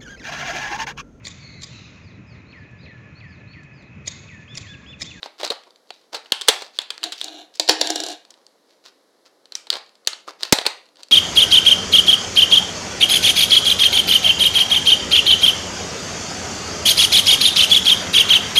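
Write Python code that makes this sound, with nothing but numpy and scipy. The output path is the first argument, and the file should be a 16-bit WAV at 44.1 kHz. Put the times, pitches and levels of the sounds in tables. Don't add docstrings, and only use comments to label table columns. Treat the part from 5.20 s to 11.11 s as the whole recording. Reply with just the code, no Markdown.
import sys
import numpy as np
from scipy import signal
from scipy.fft import rfft, irfft, next_fast_len
from scipy.io import wavfile

SR = 44100
rng = np.random.default_rng(int(sys.argv[2]) if len(sys.argv) > 2 else 0)


def put_to_file(sound):
    columns = np.atleast_2d(sound).T
    safe = np.clip(columns, -1, 1)
    whole_steps = np.round(safe * 32767)
    wavfile.write(sys.argv[1], SR, whole_steps.astype(np.int16))


N = 260631


def amp(db):
    return 10 ** (np.asarray(db) / 20)


def unit(x):
    return x / np.sqrt(np.mean(x ** 2) + 1e-20)


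def hit_level(x, db):
    return amp(db) * x / np.sqrt(np.sum(x ** 2) * 1000 / SR)


def add(track, start, sound):
    part = track[max(0, round(start * SR)):][:len(sound)]
    part += sound[:len(part)]


def along(points, hz):
    freqs, values = np.transpose(points)
    return np.interp(np.log(hz + 1), np.log(freqs + 1), values)


def filtered(x, response):
    size = next_fast_len(len(x) + SR // 4)
    return irfft(rfft(x, size) * response(np.fft.rfftfreq(size, 1 / SR)), size)[:len(x)]


def eq(x, points, size=2048):
    cepstrum = irfft(np.log(amp(along(points, np.fft.rfftfreq(size, 1 / SR)))))
    cepstrum[1:size // 2] *= 2
    cepstrum[size // 2 + 1:] = 0
    impulse = irfft(np.exp(rfft(cepstrum)))
    return signal.fftconvolve(x, impulse)[:len(x)]


def ringing(x, modes):
    def response(hz):
        body = sum((-1) ** k * amp(db) * 1j * hz * width / (centre ** 2 - hz ** 2 + 1j * hz * width)
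                   for k, (centre, width, db) in enumerate(modes))
        return body / (1 + 1j * hz / (2 * modes[-1][0]))
    return filtered(x, response)


def burst(t60, attack_s, split_hz=6000, treble_life=0.46):
    t = np.arange(SR // 10) / SR
    noise = rng.standard_normal(len(t)) * (1 - np.exp(-t / attack_s))
    low = signal.lfilter(*signal.butter(1, split_hz, fs=SR), noise)
    high = (noise - low) / np.sqrt(treble_life)
    return low * amp(-60 * t / t60) + high * amp(-60 * t / (t60 * treble_life))


def slips(count, per_s, spread_db):
    hits = rng.random(count) < per_s / SR
    signs = rng.choice([-1, 1], count)
    sizes = amp(spread_db * np.clip(rng.standard_normal(count), -2, 2))
    return unit(hits * signs * sizes)


# frequency in Hz, relative level in dB.
ROOM_TONE = [(24, -73), (40, -50), (155, -27), (176, -20.5), (329, -9.5), (372, -11.5), (503, -8),
             (873, -17), (1040, -18), (2210, -25), (2440, -32.5), (4130, -21.5), (8990, -35), (10700, -32),
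             (16000, -47.5)]


def room_tone(db=-61):
    return amp(db) * unit(filtered(rng.standard_normal(N), lambda hz: amp(along(ROOM_TONE, hz))))


# frequency in Hz, time to fall 60 dB in seconds.
ROOM_DECAY = [(200, 0.12), (500, 0.36), (1400, 0.33), (4000, 0.36), (9000, 0.26), (15000, 0.22)]


def reverb(x, build_s=0.0014):
    hz, t, noise = signal.stft(rng.standard_normal(SR // 2), SR, nperseg=256)
    decay = amp(-60 * t / along(ROOM_DECAY, hz)[:, None])
    build = 1 - np.exp(-(t / build_s) ** 2)
    tail = signal.istft(noise * decay * build, SR, nperseg=256)[1]
    return signal.fftconvolve(x, tail / np.linalg.norm(tail))[:N]


# frequency in Hz, gain in dB.
ECHO_EQ = [(100, -13.5), (200, -7), (330, 2.5), (1000, 7), (2200, 8.5), (4000, 0.5), (8000, 0.5),
           (11500, 1.5), (15000, -8.5)]


def room_echo(handling, snap_send_db=-15, handling_send_db=-13, walls=3):
    scattered = sum(reverb(shell_snaps()) for _ in range(walls)) / np.sqrt(walls)
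    return eq(amp(snap_send_db) * scattered + amp(handling_send_db) * reverb(handling), ECHO_EQ)


# pitch in Hz, width in Hz, level in dB.
WOOD_MODES = [(315, 13.3, 4), (405, 72, -6), (697, 72, 1), (788, 170, -7), (1624, 75, -9.5),
              (2320, 42, -13), (2490, 19, -12), (2870, 110, -5), (3800, 710, -6), (4200, 250, -6.5)]


def wood_ring(force):
    return ringing(force, WOOD_MODES)


# pitch in Hz, width in Hz, level in dB.
STEEL_MODES = [(463, 150, -3), (965, 270, -9.5), (1780, 400, -10.5), (3220, 260, -0.5), (3660, 450, -0.5),
               (4400, 570, 3.5), (5630, 650, 0), (7270, 690, -3), (9720, 730, -10.5), (12000, 1400, -22)]


def steel_ring(force):
    return ringing(force, STEEL_MODES)


# start in seconds, length in seconds,
# level of the wood in dB, steel against the wood in dB.
TABLE_SKIDS = [(1.846, .02, -35.5, -10), (2.04, .18, -39, -9), (2.609, 0.32, -29, -7)]


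def skids(rise_db_per_s=599.5, sag_db_per_s=24.5, stop_db_per_s=321.5):
    chatter = slips(N, per_s=2000, spread_db=5.5)
    wood, steel = unit(wood_ring(chatter)), unit(steel_ring(chatter))
    out = np.zeros(N)
    for start, length, db, steel_db in TABLE_SKIDS:
        t = np.arange(N) / SR - start
        fade_in_db = rise_db_per_s * np.minimum(t, 0)
        fall_db = sag_db_per_s * np.maximum(t, 0) + stop_db_per_s * np.maximum(t - length, 0)
        out += amp(db + fade_in_db - fall_db) * (wood + amp(steel_db) * steel)
    return out


def rocking(start=2.702, first_flight_s=0.0555, shrink=0.79, bright_db=2.5, t60=0.022):
    bounces = []
    for k in range(9):
        landing = start + first_flight_s * np.sum(shrink ** np.arange(k))
        click_db, thud_db = -9.5 - 2.5 * k, -15 - 2 * k
        bounces.append((landing, click_db, thud_db, bright_db, t60))
    return bounces


# start in seconds, click level in dB, table thud level in dB,
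# click brightness in dB, time for the contact to fall 60 dB in seconds.
SCISSOR_KNOCKS = [(2.3967, -3.5, -20, -2, .022), (2.4772, -14.5, -28, -7.5, 0.035),
                  (2.4875, -2, -11, -5, 0.12), (2.4933, 2.5, -12, -12, 0.014),
                  (2.506, -10.5, -15.5, -1, 0.22), (2.6119, -2, -17.5, -4.5, 0.023),
                  (2.671, -13, -39, -2.5, 0.024)]


def scissor_knocks(contact_s=0.00007):
    out, t = np.zeros(N), np.arange(SR // 5) / SR
    thud = wood_ring(t * np.exp(-t / contact_s))
    for start, click_db, thud_db, bright_db, t60 in SCISSOR_KNOCKS + rocking():
        click = steel_ring(burst(t60, attack_s=0.00073))
        click = eq(click, [(130, -11.5), (350, -2), (4200, -1), (6500, bright_db)])
        add(out, start, hit_level(click, click_db))
        add(out, start, rng.choice([-1, 1]) * hit_level(thud, thud_db))
    return out


# frequency in Hz, gain in dB.
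CRACKLE_EQ = [(60, -56), (180, -25), (380, -2), (750, -3), (1200, -2.5), (2300, -5), (3300, 0), (4500, 4.5),
              (6000, -3.5), (9500, -19), (12000, -22), (16000, -28)]
# start in seconds, length in seconds, level in dB, low shelf for body in dB.
RUB_STROKES = [(.02, .06, -45.5, 5), (.181, 0.051, -38.5, 6.5), (.226, 0.046, -32, 7),
               (.298, .035, -32, 15), (0.463, 0.019, -52, 20), (0.654, 0.23, -62.5, -15.5),
               (0.92, 0.057, -34.5, 9), (1.016, .111, -58.5, 6), (1.186, 0.32, -44.5, 2.5),
               (1.524, 0.065, -51.5, -6), (1.92, .18, -45, -14), (2.331, 0.057, -50.5, -16.5),
               (3.029, .24, -64.5, 16), (3.466, 0.11, -64, -4), (3.636, 0.062, -48, 0.5),
               (4.049, 0.038, -54.5, 2), (4.51, 0.084, -37.5, 10), (5.068, .045, -38.5, 10.5),
               (5.187, 0.12, -39, 1.5), (5.773, 0.051, -52.5, 6.5)]


def crunch(scrape_db=-5):
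    out = np.zeros(N)
    for start, length, db, body_db in RUB_STROKES:
        count = int(length * SR)
        grains = slips(count, per_s=660, spread_db=10.5) + amp(scrape_db) * rng.standard_normal(count)
        swell = np.sin(np.linspace(0, np.pi, count))
        crackle = eq(grains * swell, CRACKLE_EQ)
        stroke = eq(crackle, [(900, body_db), (2600, 0.016)])
        add(out, start, amp(db) * unit(stroke))
    return out


# start in seconds, level in dB, pitch in Hz,
# time to fall 60 dB in seconds.
WALL_POPS = [(.2325, -17.5, 600, .03), (.243, -17.5, 740, .02), (.3075, -13.5, 450, .03),
             (.706, -24.5, 724, .02), (.938, -26, 720, .03), (1.2878, 1, 445.6, .02),
             (5.083, -16.5, 1220, .018), (5.3274, 8.5, 270, .012)]


def wall_pops():
    out, t = np.zeros(N), np.arange(SR // 8) / SR
    for start, db, hz, t60 in WALL_POPS:
        swell = 1 - np.exp(-20 * t / t60)
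        add(out, start, amp(db - 60 * t / t60) * swell * np.sin(2 * np.pi * hz * t))
    return out


def shell_crack(db, body_db, treble_db, t60, ring_hz, ring_db=6.5, ring_octaves=0.13):
    mid_db = -4.5 + 0.45 * body_db
    air_db = treble_db - 10.5 + 0.25 * db
    colour = [(50, body_db - 40), (160, body_db - 26), (270, body_db - 6), (430, body_db),
              (800, body_db), (1200, mid_db), (2300, mid_db), (3100, -2), (4500, 0.65),
              (5500, treble_db), (8500, treble_db - 2), (11000, air_db), (16000, air_db - 5)]
    hz = np.geomspace(20, SR / 2, 200)
    facet_db = ring_db * np.exp(-0.5 * (np.log2(hz / ring_hz) / ring_octaves) ** 2)
    curve = np.c_[hz, along(colour, hz) + facet_db]
    return hit_level(eq(burst(t60, attack_s=0.00045), curve), db)


# start in seconds, end in seconds.
STRAIN_SPANS = [(.4, 0.58), (1.35, 2.1), (4.55, 5.8), (5.651, 5.9)]


def crease_ticks(per_s=16, mean_db=-45.5, spread_db=2.5):
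    out = np.zeros(N)
    for start, end in STRAIN_SPANS:
        for slot in np.arange(start, end, 1 / per_s):
            moment = slot + rng.random() / per_s
            db = mean_db + spread_db * rng.standard_normal()
            add(out, moment, shell_crack(db, body_db=-10.5, treble_db=-7.5, t60=0.012, ring_hz=4600))
    return out


# start in seconds, level in dB, body and treble in dB against
# the 4 kHz band, time to fall 60 dB in seconds, ring of the facet in Hz.
SHELL_SNAPS = [(0.0304, -18, -10, -24, 0.0037, 3620), (0.0589, -24, 16, -6, 0.023, 4500),
               (0.1987, -23.5, 9, -9, 0.12, 4400), (0.2314, -15.5, 0, -12, .025, 4000),
               (0.2422, -18, -6, -16, 0.073, 4070), (.2478, -17, -19, -4.5, .02, 5130),
               (.275, -21, -4, -9, 0.048, 4350), (.3028, -9.5, -9, -11, 0.043, 3950),
               (0.7046, -24, -3, -14, 0.016, 3930), (0.9457, -15.5, -2.5, -7.5, 0.1, 4000),
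               (1.0583, -34.5, -2, -18, .026, 3170), (1.1208, -1.5, -11, -10, 0.017, 3230),
               (1.2114, -17, -10.5, -4, 0.039, 3480), (1.2178, -17.5, -12, -8, 0.012, 3370),
               (1.2775, -19, 1, -7, 0.045, 3900), (1.2837, 4.5, -5.5, -6.5, 0.05, 3470),
               (1.2866, -.5, 6, 5, .015, 3480), (1.4205, -21, 6, -3, 0.042, 4250),
               (1.588, -7.5, -11, -12, 0.0094, 3400), (1.6157, -24.5, -12, -7, .035, 3500),
               (1.704, -14, -8, -8, 0.021, 3400), (1.7785, -27, -2, -6, .007, 4300),
               (1.8314, -16.5, -9, -12, 0.01, 3220), (1.8383, -10, -10.5, -5, 0.036, 3940),
               (1.9211, -16, -11, -8.5, 0.093, 3430), (2.0137, -13, -17, -7, 0.01, 3750),
               (2.043, -18.5, -30, -2, .008, 6400), (2.0807, -23.5, -12.5, -16, 0.029, 3950),
               (2.3553, -34.5, -5, 3.5, .03, 5200), (3.05, -39, -3, -7, .015, 4400),
               (3.105, -34, -15.5, -1, 0.026, 5584), (3.14, -41, -7, -7, .02, 4200),
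               (3.266, -37.5, -13, -2, .008, 4400), (4.256, -38, -9, -4, 0.012, 4200),
               (4.3218, -24.5, -8, -5.5, 0.0078, 4200), (4.3524, -13.5, -16, -1, .016, 5630),
               (4.469, -31.5, -1, -9, 0.03, 4150), (4.5025, -4, -21, -10.5, 0.0088, 4600),
               (4.5275, -15, -4.5, -16, 0.021, 3720), (4.5378, -19, -5, -12, 0.021, 4380),
               (4.5545, -19.5, -12.5, -16, 0.01, 3670), (4.8729, -3.5, -12, -5, .02, 6300),
               (4.931, -20, -7, -17, 0.023, 4350), (5.2321, -9, -16.5, -7.5, 0.0089, 4400),
               (5.3242, 6.5, 3, 0, .035, 4200), (5.3859, -8.5, -5, -14.5, 0.016, 3800),
               (5.413, -19.5, 1.5, -12, 0.023, 3740), (5.4529, -15, 5, -16, 0.07, 2650),
               (5.464, -2.5, -2, -6.5, 0.032, 4260), (5.832, -27, -19.5, -5, 0.023, 4350)]


def shell_snaps():
    out = np.zeros(N)
    for start, *snap in SHELL_SNAPS:
        add(out, start, shell_crack(*snap))
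    return out


def scene():
    handling = crunch() + crease_ticks() + scissor_knocks() + skids()
    echo = room_echo(handling)
    return (shell_snaps() + wall_pops() + handling + echo + room_tone())[None]


def record(dry, ceiling=0.92, low_cut_hz=55, high_cut_hz=16200):
    clipped = np.clip(dry[0], -ceiling, ceiling)
    thin = filtered(clipped, lambda hz: 1j * hz / (low_cut_hz + 1j * hz))
    return filtered(thin, lambda hz: 1 / np.sqrt(1 + (hz / high_cut_hz) ** 120))[None]


dry = scene()
out = record(dry)
put_to_file(out)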